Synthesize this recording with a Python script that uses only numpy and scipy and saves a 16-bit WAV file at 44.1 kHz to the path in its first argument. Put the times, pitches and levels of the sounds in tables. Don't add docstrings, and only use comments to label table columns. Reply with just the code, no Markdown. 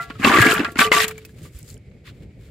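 import sys
import numpy as np
from scipy import signal
from scipy.fft import rfft, irfft, next_fast_len
from scipy.io import wavfile
from scipy.ndimage import map_coordinates

SR = 44100
rng = np.random.default_rng(int(sys.argv[2]) if len(sys.argv) > 2 else 0)


def volts(x):
    e = np.asarray(x, float) / 20
    return 10 ** e


def store_wav(level_fs):
    pcm = np.round(np.clip(np.atleast_2d(level_fs), -1, 1) * 32767)
    wavfile.write(sys.argv[1], SR, pcm.T.astype(np.int16))


N = 110250
TOP_HZ = 15800


def unit(x):
    return x / np.sqrt(np.mean(x ** 2) + 1e-20)


def along(points, hz):
    f, value = np.transpose(points)
    return np.interp(np.log(hz + 1), np.log(f + 1), value)


def wobble(rate):
    knots = rng.standard_normal(int(N * rate / SR) + 4)
    return map_coordinates(knots, [np.arange(N) * rate / SR])


def filtered(x, response):
    m = next_fast_len(N + SR // 2)
    mirrored = np.concatenate([x, x[..., :-SR // 20:-1]], -1)
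    spectrum = rfft(mirrored, m) * response(np.fft.rfftfreq(m, 1 / SR))
    return irfft(spectrum, m)[..., :N]


def colour(spectrum):
    closed = [(spectrum[0][0] / 2, -60)] + list(spectrum)
    return lambda hz: volts(along(closed, hz))


def hiss(spectrum):
    return unit(filtered(rng.standard_normal((2, N)), colour(spectrum)))


def bursts(s, db, t60_s, length_s):
    t, gate = np.arange(int(length_s * SR)) / SR, np.zeros(N + SR)
    for start, level in zip(s, db):
        gate[round(start * SR):][:len(t)] += volts(level - 60 * t / t60_s)
    return gate[:N]


def rings(s, db, hz, cycles, length_s, rise=0, choke_s=np.inf):
    t = np.arange(int(length_s * SR)) / SR
    s, db, hz = s[:, None], db[:, None], hz[:, None]
    phase = rng.random((len(s), 2)) * 2 * np.pi
    choke_db = 60 * np.maximum(t - choke_s, 0) / 0.03
    onset = 1 - np.exp(-t * hz * 2)
    body = volts(db - 60 * t * hz / cycles - choke_db) * onset
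    turn = 2 * np.pi * hz * t * (1 + rise * t * hz / cycles)
    at = (np.round(s * SR) + np.arange(len(t))).astype(int).ravel()
    copies = [body * np.sin(turn + phase[:, [k]]) for k in range(2)]
    return np.array([np.bincount(at, copy.ravel(), N + SR)[:N] for copy in copies])


def swarm(per_s, hz, spread, size_db, cycles, length_s, rise=0):
    pour_s = 1.2
    u = rng.random((int(per_s * pour_s), 3))
    pitch = np.clip(hz * np.exp(spread * rng.standard_normal(len(u))), 100, 16000)
    size = -size_db * np.log(np.maximum(u[:, 1], 1 / 20))
    grains = rings(pour_s * u[:, 0], size, pitch, cycles * (.5 + u[:, 2, None]), length_s, rise)
    return unit(grains) * np.sqrt(pour_s * SR / N)


# f/Hz, level/dB
WIND_COLOUR = [(25, -25), (50, 2), (130, 3.5), (230, -9), (500, -15), (900, -36), (1300, -70.5)]
# f/Hz, level/dB
FIELD_COLOUR = [(900, -18), (1650, -12), (2200, -1), (2800, -13), (5000, -18), (15000, -32)]


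def air():
    start_s, push_db, push_hz = np.array([[1.548], [-21], [60]])
    push = rings(start_s, push_db, push_hz, cycles=7, length_s=.15)
    flutter_db = 4.5 * np.tanh(wobble(30))
    wind = volts(-42.5 + flutter_db) * hiss(WIND_COLOUR)
    return push + wind + volts(-65.5 + wobble(51)) * hiss(FIELD_COLOUR)


# f/Hz, level/dB
GRASS_COLOUR = [(900, -4), (1300, 3), (3600, 4), (15500, -8.5)]
# middle t/s, length t/s, level/dB, extra level/dB above 5 kHz
RUSTLE_SWELLS = [(0.024, 0.045, -40, -1), (0.128, 0.29, -51, -6), (1.313, .08, -69, 9),
                 (1.158, 0.21, -53, -3), (1.385, 0.056, -57, 1.5), (1.446, 0.076, -51, 4.5),
                 (1.576, 0.092, -55.5, 8), (1.699, 0.09, -55, 11.5), (2.08, 0.051, -44, -8),
                 (2.16, 0.073, -63, -2), (2.227, 0.05, -58, -3.5), (2.454, 0.13, -59, 0)]


def rustles():
    t = np.arange(N) / SR
    low = lambda hz: 1 / (1 + (hz / 5000) ** 4)
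    dull = filtered(hiss(GRASS_COLOUR), low)
    bright = filtered(hiss(GRASS_COLOUR), lambda hz: 1 - low(hz))
    swells = 0
    for middle, length, db, bright_db in RUSTLE_SWELLS:
        swell = np.exp(-(2 * (t - middle) / length) ** 2)
        swells = swells + volts(db) * swell * (dull + volts(bright_db) * bright)
    return swells * volts(wobble(60) + 1.5 * wobble(300))


# t/s, peak level/dB, f/Hz
DRIP_TICKS = [(.416, -10, 8200), (0.5387, -15, 9300), (0.7184, -33, 9000), (1.0808, -16.5, 7150),
              (1.1099, -31.5, 8050), (1.1796, -34, 7000), (1.2506, -31.5, 5300), (1.2918, -54, 3230),
              (1.433, -38, 8440), (1.5346, -52, 6950), (1.556, -43, 8500), (1.5898, -25, 11400),
              (1.6081, -43.5, 10600), (1.6289, -31, 8000), (1.662, -40.5, 7450), (1.6805, -38, 4590),
              (1.688, -48, 9440), (1.694, -46, 4610), (1.7012, -29, 7280), (1.72, -48, 12050),
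              (1.7422, -34.5, 7300), (1.7681, -44, 2980), (1.777, -39, 9000), (1.9017, -59, 6920),
              (1.9205, -59, 6490), (2.075, -35, 2200), (2.319, -60.5, 6000)]


def drips():
    s, db, hz = np.transpose(DRIP_TICKS)
    falling = s < 1.3
    crack = bursts(s[falling], db[falling] - 7, t60_s=0.059, length_s=.02)
    scatter = rng.standard_normal((5, len(s)))
    cluster = sum(rings(s + .001 * np.abs(v), db - 10.5, np.minimum(hz * np.exp(.3 * v), TOP_HZ), 40, .02)
                  for v in scatter)
    return crack * hiss([(1500, -17.5), (16000, -10.5)]) + rings(s, db - 4, hz, 45, 0.018) + cluster


# f/Hz, level/dB, time to die by 60 dB t/s
BASIN_MODES = [(435, 1, 0.61), (692, -0.5, 0.42), (781, -9.5, 0.31), (948, -3, .1), (1170, 2, 0.37),
               (1385, 2, 0.17), (1665, -5, 0.45), (2010, 2.5, 0.2), (2510, -2.5, 0.12)]
# t/s, level/dB, favoured mode f/Hz, choked by the next shell after t/s
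KNOCKS = [(0, -23, 1385, 0.37), (0, -35.5, 2010, .2), (0, -38, 692, 0.084), (0.041, -38.5, 780, 0.24),
          (0, -40.5, 435, 0.11), (0.254, -16.5, 1170, 0.035), (.3, -12.5, 780, .06),
          (0.334, -12.5, 1170, .03), (0.421, -9, 1665, .03), (0.451, -9.5, 1665, 0.085),
          (0.442, -21.5, 435, 0.25), (.49, -27.5, 692, 0.19), (0.519, -18, 1385, 0.045),
          (0.539, -26.5, 1170, 0.056), (.65, -25, 1385, 0.2), (.65, -30, 1170, 0.02),
          (0.811, -15, 1170, 0.039), (.852, -20.5, 1170, 0.036), (0.851, -24.5, 435, 0.12),
          (0.936, -17, 1170, 0.041), (.96, -22, 435, 0.48), (.968, -17.5, 1170, 0.037)]


def basin():
    s, db, place_hz, choke_s = np.transpose(KNOCKS)
    ring = 0
    for f, mode_db, t60_s in BASIN_MODES:
        u = rng.standard_normal(len(s))
        elsewhere = np.abs(np.log(f / place_hz)) > 1 / 10
        off_place_db = -16 * elsewhere * (1 + 0.043 * u)
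        rise = -.05 * (f == 1170)
        ring = ring + rings(s, db + mode_db + off_place_db, f * (1 + 0.0059 * u), f * t60_s, 0.4,
                            rise, choke_s[:, None])
    return ring * [[1], [.6]] * volts(0.73 * wobble(45))


# t/s, peak level/dB, f/Hz
GROUND_THUDS = [(0.102, -24.5, 265), (.197, -18.5, 244), (0.211, -19.5, 247), (.245, -5.5, 246),
                (0.26, -8, 256), (0.272, -12.5, 282), (0.296, -10.5, 242), (0.314, -16, 270),
                (0.335, -9, 336), (0.354, -7, 328), (0.368, -8, 335.7), (0.385, -4, 338.4),
                (0.417, -14, 280), (0.436, -16, 276), (.463, -11, 305), (0.476, -8, 292),
                (0.487, -16.5, 330), (0.511, -16, 288), (0.592, -12.5, 274), (0.601, -8.5, 298),
                (0.611, -11.5, 274), (0.631, -17, 304), (0.759, -18, 278), (.788, -11, 228),
                (0.804, -12, 243), (0.916, -9.5, 432), (0.961, -17.5, 315), (1.039, -24, 192),
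                (.72, -27.5, 340)]


def thuds():
    s, db, hz = np.transpose(GROUND_THUDS)
    return rings(s, db + 4, hz, 7.64, 0.07) + rings(s, db - 8.5, hz / 2, 3.63, .08)


# f/Hz, level/dB
SHELL_COLOUR = [(450, -10), (850, -7.5), (1150, -4), (1800, 0.5), (2800, -2), (6000, -26), (9000, -34)]
# t/s, peak level/dB, f/Hz
POUR_CLACKS = [(0.1, -23, 1110), (.104, -24.5, 1400), (.154, -34.5, 1280), (.192, -30.5, 1180),
               (.202, -27, 1830), (.22, -23.5, 1230), (0.245, -2, 2680), (0.249, -5.5, 1111),
               (.246, -8.5, 4400), (0.271, -4, 1081), (.276, -9, 2040), (0.295, -6.5, 990),
               (0.314, -14, 1190), (.326, -8.5, 1110), (0.336, -11.5, 1260), (.338, -8.5, 2300),
               (0.35, -11, 1240), (.367, -10.5, 2080), (0.371, -3.5, 1147), (0.386, -4, 1960),
               (.399, -12.5, 1184), (0.416, -2, 1660), (.424, -4, 1644), (0.45, -9.5, 1570),
               (0.466, -4, 2273), (0.487, -5, 1610), (.5, -9.5, 1750), (.512, -8, 3130), (0.519, -12, 1340),
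               (.545, -19.5, 1545), (0.595, -10, 2640), (.606, -15.5, 1650), (.632, -23, 1470),
               (0.647, -9.5, 1650), (.649, -18.5, 2370)]
# t/s, peak level/dB, f/Hz
SLIDE_CLACKS = [(0.757, -20, 1420), (.77, -18.5, 2170), (0.789, -7.5, 1540), (.789, -8.5, 4300),
                (.792, -2, 2320), (0.806, -7.5, 1460), (.81, -7, 2370), (0.816, -3, 1524),
                (.825, -14.5, 1330), (.845, -11, 3000), (0.917, 0.5, 2080), (0.926, -7.5, 1001),
                (0.941, -6, 2010), (0.964, -6, 2720), (.98, -28.5, 2270), (1.001, -5, 1900),
                (1.003, -10, 2730), (1.019, -11.5, 2000), (1.04, -12.5, 1910), (1.048, -19, 2320),
                (1.081, -28, 1870), (1.11, -22.5, 2350), (1.155, -40, 2290), (1.179, -30.5, 2310),
                (1.249, -33.5, 2550), (1.291, -42.5, 1690), (1.452, -38.5, 1174), (1.459, -42, 2000),
                (1.914, -46.5, 2149), (2.307, -52, 2153), (2.462, -52.5, 2240)]


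def clacks():
    s, db, hz = np.transpose(list(POUR_CLACKS) + list(SLIDE_CLACKS))
    modes = [(1, -6.0, 85, 0.0016), (0.95, -15, 34, 0.00078), (1.4, -19.5, 10, 0.0017)]
    shell = 0
    for k, (ratio, mode_db, cycles, late_s) in enumerate(modes):
        u = rng.standard_normal(len(s))
        pitch = hz * ratio * (1 + 0.053 * k * u)
        shell = shell + rings(s + late_s, db + mode_db + 2 * u, pitch, cycles, .06)
    crack = bursts(s, db - 14.0, t60_s=0.065, length_s=.05) * hiss(SHELL_COLOUR)
    snap_hiss = hiss([(1000, 2.5), (4500, -1.5), (7000, -16.5), (16000, -40)])
    return shell + crack + bursts(s, db - 14.5, t60_s=.014, length_s=.05) * snap_hiss


# f/Hz, level/dB
SPLASH_COLOUR = [(2500, 1.5), (4500, -5), (14000, -4.5), (16400, -24.5)]
# t/s, shells level/dB, water level/dB
POURING = [(0.186, -43, -64.5), (0.199, -40.5, -52), (.24, -23, -37), (0.245, -21, -32.5),
           (.42, -15.5, -31), (0.528, -21, -32), (.58, -25, -43.5), (0.668, -33.5, -53),
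           (.745, -56.5, -66.5), (0.7845, -32, -39.5), (0.79, -25, -24), (0.869, -27, -36),
           (0.892, -40, -56), (0.912, -50, -53.5), (0.918, -19.5, -28), (1.047, -24.5, -28),
           (1.059, -35.5, -50.5), (1.124, -40.5, -55.5)]


def flow(column):
    rows = np.transpose(POURING)
    return volts(np.interp(np.arange(N) / SR, rows[0], rows[column], -120, -120))


def wetted(grains, spectrum):
    return unit(filtered(grains + .6 * rng.standard_normal((2, N)), colour(spectrum)))


def tumbling():
    contacts = swarm(800, 1701.4, .45, 2.5, cycles=32, length_s=0.028)
    rattle = wetted(contacts, SHELL_COLOUR)
    soft_thuds = swarm(110, 319.0, 0.34, 7.7, cycles=7.5, length_s=0.0495) * volts(-8)
    bubbles = swarm(3000, 6407, 0.549, 1.7, cycles=41, length_s=0.005, rise=0.55)
    fizz = wetted(bubbles, SPLASH_COLOUR)
    shells = volts(-4 + 1.5 * wobble(70)) * rattle + soft_thuds
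    return flow(1) * shells + flow(2) * volts(1.5 + 2 * wobble(45)) * fizz


# f/Hz, likeness from 0 to 1
LIKENESS = [(30, 0.96), (150, .99), (400, 0.95), (800, 0.68), (1500, 0.55), (3000, 0.55), (8000, 0.078),
            (14000, 0.45)]


def stereo(pair):
    angle = lambda hz: np.arccos(np.clip(along(LIKENESS, hz), -1, 1)) / 2
    mid, side = filtered(pair, lambda hz: np.array([np.cos(angle(hz)), np.sin(angle(hz))]))
    return np.array([mid + side, mid - side])


def scene():
    heap = rustles() + drips() + basin() + thuds() + clacks() + tumbling()
    return stereo(air()) + stereo(heap) * volts([[.5], [-.5]])


def top_cut(x):
    return signal.sosfilt(signal.butter(12, 16460, fs=SR, output="sos"), x)


# f/Hz, level/dB
PORT_COLOUR = [(5000, 1), (5900, -3.5), (7300, 4.5), (9000, -1)]


def record(dry):
    def microphone(hz):
        low_cut = hz ** 2 / (hz ** 2 + 30 ** 2)
        high_cut = 1 / (1 + (hz / TOP_HZ) ** 70)
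        return volts(along(PORT_COLOUR, hz)) * low_cut * high_cut

    x = filtered(dry, microphone)
    mix = x / (1 + np.abs(x) ** 6) ** (1 / 6)
    return top_cut(mix)


dry = scene()
out = record(dry)
store_wav(out)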